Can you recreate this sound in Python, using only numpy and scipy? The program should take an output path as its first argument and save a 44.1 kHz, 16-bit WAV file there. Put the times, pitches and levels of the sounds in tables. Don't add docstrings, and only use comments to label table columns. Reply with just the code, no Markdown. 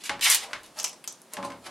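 import sys
import numpy as np
from scipy import signal
from scipy.fft import rfft, irfft, next_fast_len
from scipy.io import wavfile
from scipy.ndimage import uniform_filter1d, minimum_filter1d

SR = 44100
rng = np.random.default_rng(int(sys.argv[2]) if len(sys.argv) > 2 else 0)


def generate_wav(sig):
    pcm = np.round(np.clip(np.atleast_2d(sig).T, -1, 1) * 32767).astype(np.int16)
    wavfile.write(sys.argv[1], SR, pcm)


N = 74970
T = np.arange(N) / SR
TAIL = SR // 2


def amp(db):
    return 10 ** (np.asarray(db) / 20)


def unit(x):
    return x / np.sqrt(np.mean(x ** 2) + 1e-20)


def along(points, hz):
    pitches, values = np.transpose(points)
    return np.interp(np.log(hz + 1), np.log(pitches + 1), values)


def filtered(x, response):
    n = x.shape[-1]
    size = next_fast_len(n + TAIL)
    return irfft(rfft(x, size) * response(np.fft.rfftfreq(size, 1 / SR)), size)[..., :n]


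def coloured(x, spectrum):
    return unit(filtered(x, lambda hz: amp(along(spectrum, hz))))


def pulse(spectrum, size=2048):
    cepstrum = irfft(along(spectrum, np.fft.rfftfreq(size, 1 / SR)) * np.log(10) / 20)
    one_sided = np.r_[cepstrum[0], 2 * cepstrum[1:size // 2]]
    click = irfft(np.exp(rfft(one_sided, size)))
    return click / np.abs(click).max()


def add(out, start_s, sound):
    i = max(round(start_s * SR), 0)
    out[:, i:i + sound.shape[-1]] += sound[..., :max(N - i, 0)]


def diffuse(n):
    # pitch_hz, level_db
    width = [(2500, -18), (5500, -8), (14000, -2.5)]
    mid, side = rng.standard_normal((2, n))
    side = filtered(side, lambda hz: amp(along(width, hz)))
    return np.array([mid + side, mid - side])


def in_room(x, echo_db):
    # pitch_hz, fade_s
    room_fade = [(100, 0.77), (500, 0.63), (1500, 0.27), (4000, 0.27), (10000, 0.16), (16000, 0.06)]
    wall_delay_s, early_fade_s, early_db = 0.0015, 0.0094, 0.5
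    hz, t, bands = signal.stft(diffuse(TAIL), SR, nperseg=256)
    fade = amp(-60 * t / along(room_fade, hz)[:, None])
    tail = signal.istft(bands * fade, SR, nperseg=256)[1][:, :TAIL]
    t = T[:TAIL]
    early = diffuse(TAIL) * amp(-20 * t / early_fade_s)
    echoes = np.array([tail, early]) * (t > wall_delay_s)
    tail, early = [echo / np.linalg.norm(echo[0]) for echo in echoes]
    response = amp(echo_db) * (tail + amp(early_db) * early) + (t == 0)
    return signal.fftconvolve(x[None], response, axes=1)[:, :N]


def moving_in_room(x, step_s=0.06):
    out, hop = np.zeros((2, N)), round(step_s * SR)
    padded, window = np.pad(x, (0, 2 * hop)), signal.get_window("hann", 2 * hop)
    first_window = np.maximum(window, np.arange(2 * hop) < hop)
    for i in range(0, N, hop):
        piece = padded[i:i + 2 * hop] * (window if i else first_window)
        if piece.any():
            add(out, i / SR, in_room(piece, echo_db=1.5))
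    return out


def room_tone():
    # pitch_hz, level_db
    air = [(30, -34), (85, -33), (125, -2.5), (220, 5.5), (900, -1), (2500, -9.5), (10500, -12.5),
           (16000, -28)]
    return amp(-56.5) * coloured(diffuse(N), air)


def contacts(times, levels, spectrum, skid_s, echo_db, pitch=1):
    out = np.zeros((2, N))
    for start_s, db, ratio in np.broadcast(times, levels, pitch):
        click = pulse(np.multiply(spectrum, [ratio, 1]))
        t = T[:len(click)]
        skid = rng.standard_normal(len(t)) * np.exp(-t / skid_s) + 3 * (t == 0)
        hit = signal.fftconvolve(click, skid / np.linalg.norm(skid))
        add(out, start_s, amp(db) * in_room(hit, echo_db))
    return out


def ring(hz, db, fade_s):
    t = T[:TAIL]
    return amp(db - 60 * t / fade_s) * np.sin(2 * np.pi * (hz * t + rng.random()))


def knocks():
    # start_s, rap_db, thud_db, door_ring_db
    steps = [(0.0951, -9, -29.5, -39.5), (0.1944, -26, -41, -56.5), (0.5324, -16, -47, -51.5),
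             (1.369, -22, -36.5, -40.5), (1.383, -39, -27.5, -42.5), (1.428, -25.5, -29, -49),
             (1.444, -38.5, -30.5, -40.5), (1.503, -26.5, -37, -50), (1.52, -30, -34.5, -52),
             (1.6648, -32, -43, -51)]
    # pitch_hz, level_db
    rap_tone = [(150, -20), (600, -31.5), (1100, -6.5), (1800, -3.5), (3800, -11.5), (10000, -23.5),
                (15000, -46)]
    # pitch_hz, level_db
    thud_tone = [(40, -44.5), (120, -16.5), (270, 1), (420, -4.5), (700, -2.5), (1000, 3), (1400, -5.5),
                 (6000, -100)]
    # pitch_hz, level_db (added to door_ring_db), fade_s
    door_notes = [(76.5, -26.5, 2.3), (116, -13.5, 0.9), (187.4, -4, 0.38), (272.4, -4, 0.34),
                  (565.5, 3, 0.3), (836, 7, 0.22), (1044.5, 12.5, 0.13)]
    # pitch_hz, level_db (added to rap_db)
    box_notes = [(675, -26), (1530, -23.5), (2170, -23)]
    thud_lag_s = 0.00385
    scatter_db = 3.5
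    times, raps, thuds, _ = np.transpose(steps)
    out = contacts(times, raps, rap_tone, skid_s=1 / SR, echo_db=-0.5)
    out += contacts(times + thud_lag_s, thuds, thud_tone, skid_s=1 / SR, echo_db=2.0)
    swell = 1 - np.exp(-T[:TAIL] / 0.0087)
    for start_s, rap_db, _, door_db in steps:
        door = sum(ring(hz, door_db + db + scatter_db * rng.normal(), fade_s)
                   for hz, db, fade_s in door_notes)
        box = sum(ring(hz, rap_db + db, fade_s=0.16) for hz, db in box_notes)
        add(out, start_s, swell * (door + box))
    return out


def clicks_and_ticks():
    # start_s, level_db, pitch_ratio
    clicks = [(0.2106, -18.5, 1.34), (0.7888, -17.5, 0.93), (0.7993, -14, 1.08), (.8423, -10.5, 1.05),
              (0.8458, -11.5, 0.92), (0.9305, -26, 0.79), (1.0416, -22.5, 0.94), (1.0765, -14.5, 1)]
    # pitch_hz, level_db
    click_tone = [(200, -32.5), (1000, -6), (2000, -11.5), (3100, -3), (4300, -9.5), (6000, 4), (8200, -7),
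                  (11500, -9.5), (16000, -27)]
    # start_s, level_db
    ticks = [(.3007, 4), (0.3145, -4), (0.3473, 5), (0.3576, -7), (.634, -33), (.6625, -33), (.8316, -20.5),
             (0.8804, -23), (0.894, -27), (1.1253, -26), (1.2178, -33), (1.3365, -16.5)]
    # pitch_hz, level_db
    tick_tone = [(500, -38), (6000, 3.5), (9000, 7), (11500, 8), (14000, -9), (16500, -5.5)]
    times, levels, pitch = np.transpose(clicks)
    clicking = contacts(times, levels, click_tone, skid_s=0.0003, echo_db=0, pitch=pitch)
    return clicking + contacts(*np.transpose(ticks), tick_tone, skid_s=0.00043, echo_db=-7.0)


def friction(slips_per_s=2000, spread_db=4.5, hiss_share=0.42):
    slips = (rng.random(N) < slips_per_s / SR) * rng.choice([-1, 1], N)
    sizes = amp(spread_db * rng.standard_normal(N))
    return np.sqrt(1 - hiss_share) * unit(slips * sizes) + np.sqrt(hiss_share) * rng.standard_normal(N)


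def shuffles():
    # peak_s, rise_s, fall_s, rustle_db, rub_db
    shifts = [(0.017, 0.038, 0.017, -52, -68), (0.037, 0.00076, 0.031, -40, -58.5),
              (0.059, 0.013, 0.031, -38.5, -55), (0.438, 0.039, 0.0087, -43.5, -45.5),
              (0.511, 0.068, 0.089, -61, -52), (0.634, 0.0046, 0.081, -54.5, -61),
              (0.783, 0.031, 0.053, -44.5, -46), (1.341, 0.024, 0.0095, -44, -45),
              (1.45, 0.023, 0.017, -45.5, -48.5), (1.667, 0.035, 0.014, -45, -44.5)]
    # pitch_hz, level_db
    rustle_tone = [(200, -26), (1000, -10), (2500, 5.5), (4000, 4.5), (6000, 1), (10500, 0), (13000, -11.5),
                   (16000, -46)]
    # pitch_hz, level_db
    rub_tone = [(100, -25), (300, 0), (650, 9.5), (1100, 6.5), (2200, 2.5), (6000, -42)]
    out = np.zeros((2, N))
    rustle, rub = coloured(friction(), rustle_tone), coloured(friction(), rub_tone)
    for peak_s, rise_s, fall_s, rustle_db, rub_db in shifts:
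        start_s = peak_s - 2 * rise_s
        span = (T > start_s) & (T < peak_s + 2 * fall_s)
        shape = amp(-20 * np.maximum((peak_s - T[span]) / rise_s, (T[span] - peak_s) / fall_s))
        rubbing = amp(rustle_db) * rustle[span] + amp(rub_db) * rub[span]
        add(out, start_s, in_room(shape * rubbing, echo_db=2.5))
    return out


def quill_chatter(middle_s=0.23, half_length_s=0.0032, level_db=-12):
    slips_per_s, quill_hz, fade_s = 340, 2550, 0.0068
    out, t = np.zeros((1, N)), T[:TAIL]
    for k, (late, size_db, detune) in enumerate(rng.standard_normal((16, 3)), start=-8):
        offset_s = (k + 0.23 * late) / slips_per_s
        slip_db = level_db + size_db - 4.6 * (offset_s / half_length_s) ** 2
        shape = amp(slip_db - 60 * t / fade_s) * (1 - np.exp(-t * quill_hz))
        add(out, middle_s + offset_s, shape * np.sin(2 * np.pi * quill_hz * (1 + 0.099 * detune) * t))
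    return in_room(out[0], echo_db=-2)


def feather_rasp():
    # pitch_hz, level_db
    rasp_tone = [(100, -72), (650, -25), (1700, -10.5), (2450, -3.5), (3300, -11), (9000, -37),
                 (16000, -46)]
    # time_s, pitch_hz
    glide = [(.235, 3000), (.262, 2550), (.285, 1790), (.325, 2470)]
    hz, t, bands = signal.stft(friction(), SR, nperseg=256)
    peak_hz = max(rasp_tone, key=lambda point: point[1])[0]
    shift = np.interp(t, *np.transpose(glide)) / peak_hz
    gain = amp(along(rasp_tone, hz[:, None] / shift))
    return unit(signal.istft(bands * gain, SR, nperseg=256)[1][:N])


def feather_sweep():
    # time_s, rasp_db, hiss_db
    loudness = [(.211, -31.5, -44), (0.221, -36.5, -34), (0.244, -30, -26), (0.268, -21.5, -29),
                (0.279, -28.5, -29), (.298, -32, -28), (0.317, -29, -22), (0.348, -37.5, -29.5),
                (0.364, -61, -54), (.435, -53, -51), (.47, -70, -63)]
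    # pitch_hz, level_db
    hiss_tone = [(450, -37), (1500, -22), (3200, 1), (6500, -1), (10500, -2), (12500, -5.5), (16000, -29)]
    times, *levels = np.transpose(loudness)
    touching = (T > times[0]) & (T < times[-1])
    rasp_gain, hiss_gain = [amp(np.interp(T, times, db)) * touching for db in levels]
    return moving_in_room(rasp_gain * feather_rasp() + hiss_gain * coloured(friction(), hiss_tone))


def scene():
    feathers = feather_sweep() + quill_chatter() + shuffles()
    return feathers + clicks_and_ticks() + knocks() + room_tone()


def record(dry):
    # pitch_hz, level_db
    treble_lean = [(9500, 0), (13000, 1)]
    ceiling, top_hz = 0.98, 16000
    x = filtered(dry, lambda hz: amp(along(treble_lean, hz) * np.array([[1], [-1]])))
    needed_gain = ceiling / np.maximum(np.abs(x), ceiling)
    smooth_gain = uniform_filter1d(minimum_filter1d(needed_gain, size=45), size=45)
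    return filtered(x * smooth_gain, lambda hz: hz < top_hz)


dry = scene()
out = record(dry)
generate_wav(out)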